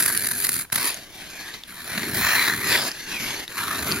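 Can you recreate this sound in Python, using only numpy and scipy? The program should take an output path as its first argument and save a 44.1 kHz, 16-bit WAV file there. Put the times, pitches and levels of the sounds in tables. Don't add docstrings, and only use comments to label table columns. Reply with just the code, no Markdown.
import sys
import numpy as np
from scipy import signal
from scipy.fft import rfft, irfft, next_fast_len
from scipy.io import wavfile
from scipy.ndimage import uniform_filter1d

SR = 44100
rng = np.random.default_rng(int(sys.argv[2]) if len(sys.argv) > 2 else 0)


def master_out(mix):
    frames = np.transpose(np.atleast_2d(mix))
    ceiling = np.clip(frames, -1, 1)
    pcm = np.round(ceiling * 32767).astype(np.int16)
    wavfile.write(sys.argv[1], SR, pcm)


N = 176400
TIME = np.arange(N) / SR
FFT_SIZE = next_fast_len(N + SR // 2)
FREQS = np.maximum(np.arange(FFT_SIZE // 2 + 1) * SR / FFT_SIZE, 1)
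LEFT_RIGHT = np.array([[1], [-1]])

# f/Hz, half width/Hz, boost/dB
WOOD_MODES = [(255, 16, 1.5), (405, 17, 3.5), (962, 29, 6), (1114, 8.2, 3.5), (1504, 5.7, 4), (2340, 13, 4)]
# f/Hz, level/dB
CRACKLE_COLOUR = [(500, -43), (2000, -11.5), (3300, -15), (4300, -4.5), (5800, -13.5), (7400, -7.5),
                  (8800, -7.5), (9700, 2), (11000, -1.5), (12800, -6), (14300, -11.5), (15800, -17)]


def from_db(db):
    return 10 ** (np.asarray(db) / 20)


def unit_level(x):
    return x / np.sqrt(np.mean(x ** 2) + 1e-20)


def over_freqs(points):
    hz, value = np.transpose(points)
    return np.interp(np.log(FREQS), np.log(hz), value)


def envelope(rows, column=1):
    rows = np.array(rows)
    outside_s = np.abs(TIME - np.clip(TIME, rows[0, 0], rows[-1, 0]))
    fade = np.exp(-np.minimum(outside_s / .01, 50))
    return from_db(np.interp(TIME, rows[:, 0], rows[:, column])) * fade


def swell(at_s, half_s):
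    return np.exp(-np.minimum(((TIME - at_s) / half_s) ** 2, 60))


def wander(rate_hz):
    slow = rfft(rng.standard_normal(FFT_SIZE)) / (1 + (FREQS / rate_hz) ** 4)
    return unit_level(irfft(slow, FFT_SIZE)[:N])


def grains(spread_db=3, per_second=9000, right_first_share=0.81):
    happens = rng.random(N) < per_second / SR
    sizes = happens * from_db(spread_db * np.minimum(rng.exponential(1, N), 4))
    clicks = rng.choice([-1, 1], N) * sizes / np.sqrt(uniform_filter1d(sizes ** 2, size=700) + 1e-9)
    direction = np.where(rng.random(N) < right_first_share, -1, 1)
    return np.array([clicks, clicks * direction])


def body_filter(colour, modes):
    ringing_db = sum(boost / (1 + ((FREQS - hz) / width) ** 2) for hz, width, boost in modes)
    cepstrum = irfft(np.log(from_db(over_freqs(colour) + ringing_db)), FFT_SIZE)
    return np.exp(rfft(2 * cepstrum[:FFT_SIZE // 2], FFT_SIZE) - cepstrum[0])


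def radiate(force, colour, modes=()):
    # f/Hz, level/dB
    width = [(30, 0), (120, -21.5), (1000, -19.5), (1850, -23), (2300, -3), (3100, 3), (4200, -7.5),
             (5000, -4), (6200, 0), (7600, -2), (10000, -1), (12200, -0.5), (14000, 4), (16000, -9)]
    # f/Hz, level/dB
    balance = [(100, 1), (1500, .5), (4000, 1.5), (5000, 0.5), (6800, 2), (9800, 1.5), (11700, -3),
               (15000, 1)]
    body = body_filter(colour, modes)
    mid, side = rfft(force, FFT_SIZE) * body / np.sqrt(np.mean(np.abs(body) ** 2))
    stereo = mid + 1j * LEFT_RIGHT * side * from_db(over_freqs(width))
    return irfft(stereo * from_db(LEFT_RIGHT * over_freqs(balance) / 2), FFT_SIZE)[:, :N]


def room_tone():
    # f/Hz, level/dB
    colour = [(70, 1), (200, -6), (2000, -16.5), (16000, -24)]
    return radiate(from_db(-54) * rng.standard_normal((2, N)), colour)


def room_echo(x, fade_s=0.33, level_db=-19):
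    t = TIME[:SR // 3]
    tail = rng.standard_normal((2, len(t))) * from_db(-60 * t / fade_s) * (t > .004)
    tail = tail / np.sqrt(np.sum(tail ** 2, axis=1, keepdims=True))
    return from_db(level_db) * signal.fftconvolve(x, tail, axes=1)[:, :N]


def swish(rows, width_hz):
    times, hz, _ = np.transpose(rows)
    phase = 2 * np.pi * np.cumsum(np.interp(TIME, times, hz)) / SR
    mid, side = [wander(width_hz) * np.cos(phase) + wander(width_hz) * np.sin(phase) for _ in range(2)]
    return envelope(rows, column=2) * (mid + 0.16 * side * LEFT_RIGHT)


def sleeve():
    # t/s, level/dB
    arm_moves = [
        [(.9, -34), (.97, -39.5), (1.02, -43), (1.09, -48.5), (1.15, -41), (1.22, -39.5), (1.27, -41),
         (1.34, -38.5), (1.48, -38), (1.52, -40.5), (1.55, -37), (1.6, -47), (1.7, -51)],
        [(2.88, -34), (2.94, -39.5), (3.0, -35.5), (3.05, -38), (3.14, -31.5), (3.19, -33.5), (3.25, -30),
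         (3.33, -30.5), (3.37, -35), (3.44, -37.5), (3.47, -50), (3.52, -37.5)],
    ]
    # f/Hz, level/dB
    colour = [(40, -12), (140, -6), (350, -2.5), (500, -10), (900, -8.5), (1330, -10.5), (1700, -2),
              (2100, -4), (2550, -6), (3000, -9.5), (4100, -5), (5300, -9.5), (7300, -14), (9000, -17.5),
              (10000, -13.5), (11800, -13.5), (13500, -22), (15800, -30)]
    # t/s, f/Hz, level/dB
    slides = [
        [(1.2, 1580, -46), (1.42, 1718, -44), (1.55, 1637, -48)],
        [(1.2, 2600, -56), (1.35, 2386, -41), (1.5, 1966, -52)],
        [(3.135, 2720, -31.5), (3.205, 2090, -37.5), (3.26, 2150, -33), (3.3, 2230, -56)],
    ]
    # t/s, f/Hz, level/dB
    hiss = [(3.18, 12300, -47), (3.26, 11500, -38), (3.36, 11400, -74)]
    flutter = from_db(1.52 * wander(rate_hz=42))
    rubbing = sum(envelope(move) for move in arm_moves) * flutter
    rustle = radiate(rubbing * grains(spread_db=2), colour)
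    return rustle + sum(swish(rows, width_hz=150) for rows in slides) + swish(hiss, width_hz=640)


def knocks(click_decay_s=.0011, ring_decay_s=.0012):
    # t/s, ring level/dB, ring f/Hz
    touches = [(0.7007, -28.5, 1700), (0.9439, -20, 6600), (1.54, -23, 4200), (1.6362, -23, 3600),
               (2.9159, -16.5, 5060), (3.479, -19, 3770), (3.633, -18, 3950), (3.9158, -12.5, 4930),
               (3.922, -9, 4500)]
    # f/Hz, level/dB
    colour = [(60, -32.5), (300, -12), (800, -22), (1700, 0), (2800, -9), (4500, -2), (7000, -15),
              (11000, -5), (16000, -38)]
    sound = 0
    for at_s, db, hz in touches:
        age = np.clip(TIME - at_s, 0, .05)
        contact = (age > 0) * np.exp(-age / click_decay_s) * rng.choice([-1, 1], (2, N))
        click = radiate(from_db(-9.5) * contact, colour)
        ring = np.exp(-age / ring_decay_s) * np.sin(2 * np.pi * hz * age)
        sound += from_db(db) * (ring + click)
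    return sound


def snaps(decay_s=.0005):
    # t/s, level/dB
    breaks = [(.0338, -15), (.1716, -14), (.1753, -6.5), (.2575, -16), (.288, -13), (.4686, -9),
              (.4928, -20), (.5571, -14.5), (.728, -14), (.8124, -13), (.944, -22)]
    force = sum(from_db(db) * (TIME >= at_s) * np.exp(-np.minimum(abs(TIME - at_s) / decay_s, 20))
                for at_s, db in breaks)
    return radiate(force * rng.choice([-1, 1], (2, N)), CRACKLE_COLOUR)


def sizzle():
    # t/s, level/dB
    spray = [(2.145, -29), (2.47, -31), (2.6, -58), (2.69, -36), (2.87, -42)]
    # f/Hz, level/dB
    colour = [(9000, -14), (12900, -5), (16000, -7)]
    return radiate(envelope(spray) * grains(), colour)


def stick_slip(rate_hz, depth_db):
    uneven_hz = rate_hz * np.exp(0.41 * wander(rate_hz))
    phase = 2 * np.pi * np.cumsum(uneven_hz) / SR
    return unit_level(from_db(depth_db * (np.cos(phase) + 0.89 * wander(rate_hz=127))))


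def tearing():
    # start t/s, peak t/s, end t/s, start level/dB, peak level/dB, end level/dB
    tears = [(0.737, 0.9, 0.95, -38, -30, -45), (2.65, 2.726, 2.89, -34, -22.5, -30.5)]
    # f/Hz, level/dB
    colour = [(60, -10), (300, -3.5), (550, 4), (850, 1), (1300, 3), (2100, 5.5), (3000, -1), (4200, 2),
              (5000, 7), (6000, -4.5), (7200, -2), (10000, -9.5), (16000, -31)]
    pull = sum(envelope(list(zip(tear[:3], tear[3:]))) for tear in tears)
    force = pull * stick_slip(rate_hz=57, depth_db=1.2) * grains(spread_db=2.5)
    return radiate(force, colour, WOOD_MODES)


def shifting_colour(x, depth_db=2.5, patch_s=0.074, patch_hz=217):
    hz, times, spectrum = signal.stft(x, SR, nperseg=512)
    chance = rng.standard_normal(spectrum.shape[1:])
    blur_pitch = np.exp(-np.minimum(((hz[:, None] - hz) / (patch_hz / 2)) ** 2, 50))
    blur_time = np.exp(-np.minimum(((times[:, None] - times) / (patch_s / 2)) ** 2, 50))
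    patches = unit_level(blur_pitch @ chance @ blur_time)
    return signal.istft(spectrum * unit_level(from_db(depth_db * patches)), SR)[1][:, :N]


def moving_resonance(x, width_hz=264, drop_share=0.46):
    # t/s, f/Hz, height above the other pitches/dB
    path = [(.1, 1670, 7), (.85, 1450, 3), (2, 1710, 2.5), (2.24, 1610, 2), (2.35, 1770, 2.5),
            (2.5, 1820, 6.5), (2.73, 1900, 4.5), (3.58, 1390, 3.5)]
    path_s, centre_hz, height_db = np.transpose(path)
    hz, times, spectrum = signal.stft(x, SR)
    peak = np.exp(-((hz[:, None] - np.interp(times, path_s, centre_hz)) / width_hz) ** 2)
    gain = from_db(np.interp(times, path_s, height_db) * (peak - drop_share))
    return signal.istft(spectrum * gain, SR)[1][:, :N]


def cutting(stick_s=0.0027, stick_db=-2, jump_thrum_db=-13.5):
    # t/s, rasp/dB, crackle/dB, thrum/dB
    strokes = [
        [(0, -31.5, -23, -37.5), (.12, -32, -27.5, -41.5), (.2, -34, -28.5, -40), (.39, -38.5, -29.5, -42),
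         (.44, -32, -24, -42.5), (.48, -36.5, -32.5, -45), (.53, -40, -27.5, -44.5), (.62, -38, -31, -50.5),
         (.645, -52, -47, -56), (.67, -71, -76, -68)],
        [(.718, -53, -54, -68), (.73, -33, -27.5, -40), (.8, -28.5, -28.5, -39), (.875, -31.5, -23, -41),
         (.93, -59, -41, -69), (.98, -55, -47, -72)],
        [(1.68, -46, -46.5, -54), (1.85, -39, -41, -44), (1.91, -32.5, -37, -38.5), (1.99, -29.5, -35, -37),
         (2.09, -35, -35.5, -34.5), (2.18, -29, -28, -30.5), (2.27, -19, -29.5, -38.5), (2.41, -20, -26.5, -39),
         (2.505, -22.5, -31.5, -37), (2.525, -22, -32, -30.5), (2.56, -30.5, -32.5, -34),
         (2.6, -30, -34.5, -38.5), (2.66, -29.5, -32.5, -34.5), (2.7, -23.5, -26, -31.5), (2.76, -22, -29, -46),
         (2.8, -56, -35.5, -36), (2.88, -52, -32.5, -43), (2.93, -62, -62, -73)],
        [(3.49, -44.5, -49, -50), (3.565, -34.5, -36.5, -49), (3.582, -28, -32, -41.5), (3.67, -32, -33.5, -38),
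         (3.73, -28, -33, -38), (3.84, -33.5, -34, -33.5), (3.91, -30, -28.5, -28.5), (3.94, -33, -33.5, -30),
         (4, -32, -34, -37)],
    ]
    # rate/Hz, depth/dB, spread of crackle sizes/dB
    chatter = [(54.8, 2, 4.5), (60, 2.4, 4.5), (63.1, 1.77, 3), (45, 1.5, 4.5)]
    # t/s, rasp/dB, crackle/dB, half length/s
    jumps = [(.004, -21, -18, 0.0045), (0.031, -32, -21.5, 0.0042), (.061, -24, -17, 0.0035),
             (0.084, -26, -20.5, 0.0047), (0.101, -21, -26, .002), (0.15, -26.5, -31, 0.0037),
             (0.245, -29.5, -26, 0.0068), (0.271, -31, -19, 0.0028), (0.315, -28.5, -21.5, 0.0047),
             (0.449, -24.5, -18.5, .003), (0.4927, -20.5, -14.5, 0.0018), (0.531, -35, -24, 0.0019),
             (0.596, -31, -26.5, 0.0039), (.650, -37.5, -53, 0.0026), (0.727, -20.5, -18, 0.0028),
             (0.759, -17.5, -17, 0.0021), (0.782, -22.5, -25, 0.003), (1.979, -17.5, -34.5, 0.002),
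             (2.033, -25, -35, 0.0029), (2.147, -25, -24.5, 0.002), (2.482, -16, -26.5, 0.0038),
             (2.498, -16, -34, 0.0026), (2.754, -16, -33, 0.0017), (2.789, -23.5, -33, 0.0018),
             (3.582, -26, -30, 0.0026), (3.793, -25.5, -34, 0.0035), (3.83, -25, -29, 0.0035)]
    # f/Hz, level/dB
    rasp_colour = [(150, -52), (480, -21.5), (660, -13), (800, -15), (1000, -9), (1250, -5), (1500, -6.5),
                   (1800, -3), (2100, -5), (2500, -6.5), (2950, -22.5), (3600, -16.5), (4200, -6),
                   (4800, -22.5), (5500, -17.5), (6300, -22), (7000, -18.5), (9000, -44), (15000, -37)]
    # f/Hz, level/dB
    thrum_colour = [(25, -33), (50, -25), (65, -3), (110, -1), (240, 0), (390, -3.5), (500, -15),
                    (700, -10.5), (1200, -28)]
    # f/Hz, level/dB
    slice_colour = [(500, -35), (3000, -2), (4200, 3.5), (5600, -6), (7000, -2), (8800, -6.5), (9700, 2.5),
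                    (11800, 2), (13600, -5.5), (15800, -14.5)]
    rasp_power, crackle_power, thrum_power, crackle_spread = np.zeros((4, N))
    holding = sum(swell(at_s - 2 * half_s - stick_s / 2, stick_s) for at_s, _, _, half_s in jumps)
    for stroke, (rate_hz, depth_db, spread_db) in zip(strokes, chatter):
        load = from_db(stick_db * holding) * stick_slip(rate_hz, depth_db)
        rasp_power += (load * envelope(stroke, column=1)) ** 2
        crackle_power += (load * envelope(stroke, column=2)) ** 2
        thrum_power += load * envelope(stroke, column=3) ** 2
        crackle_spread[TIME >= stroke[0][0]] = spread_db
    for at_s, rasp_db, crackle_db, half_s in jumps:
        burst = swell(at_s, half_s)
        rasp_power += burst * from_db(rasp_db) ** 2
        crackle_power += burst * from_db(crackle_db) ** 2
        thrum_power += burst * from_db(rasp_db + jump_thrum_db) ** 2
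    shaving = np.sqrt(crackle_power) * grains(crackle_spread)
    thick = TIME < strokes[2][0][0]
    crackle = radiate(shaving * thick, CRACKLE_COLOUR) + radiate(shaving * ~thick, slice_colour)
    rasp = radiate(np.sqrt(rasp_power) * grains(), rasp_colour, WOOD_MODES)
    rasp = moving_resonance(moving_resonance(rasp))
    thrum = radiate(np.sqrt(thrum_power) * grains(), thrum_colour, WOOD_MODES)
    return rasp + crackle + thrum


def scene():
    carving = shifting_colour(cutting() + sizzle() + tearing() + sleeve()) + snaps() + knocks()
    return carving + room_echo(carving) + room_tone()


def record(dry, notch_hz=8120, notch_width_hz=1040, cutoff_hz=15800):
    notch = signal.iirnotch(notch_hz, notch_hz / notch_width_hz, fs=SR)
    top_cut = signal.ellip(16, .1, 130, cutoff_hz, fs=SR, output="sos")
    return signal.sosfilt(top_cut, signal.lfilter(*notch, dry))


dry = scene()
out = record(dry)
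master_out(out)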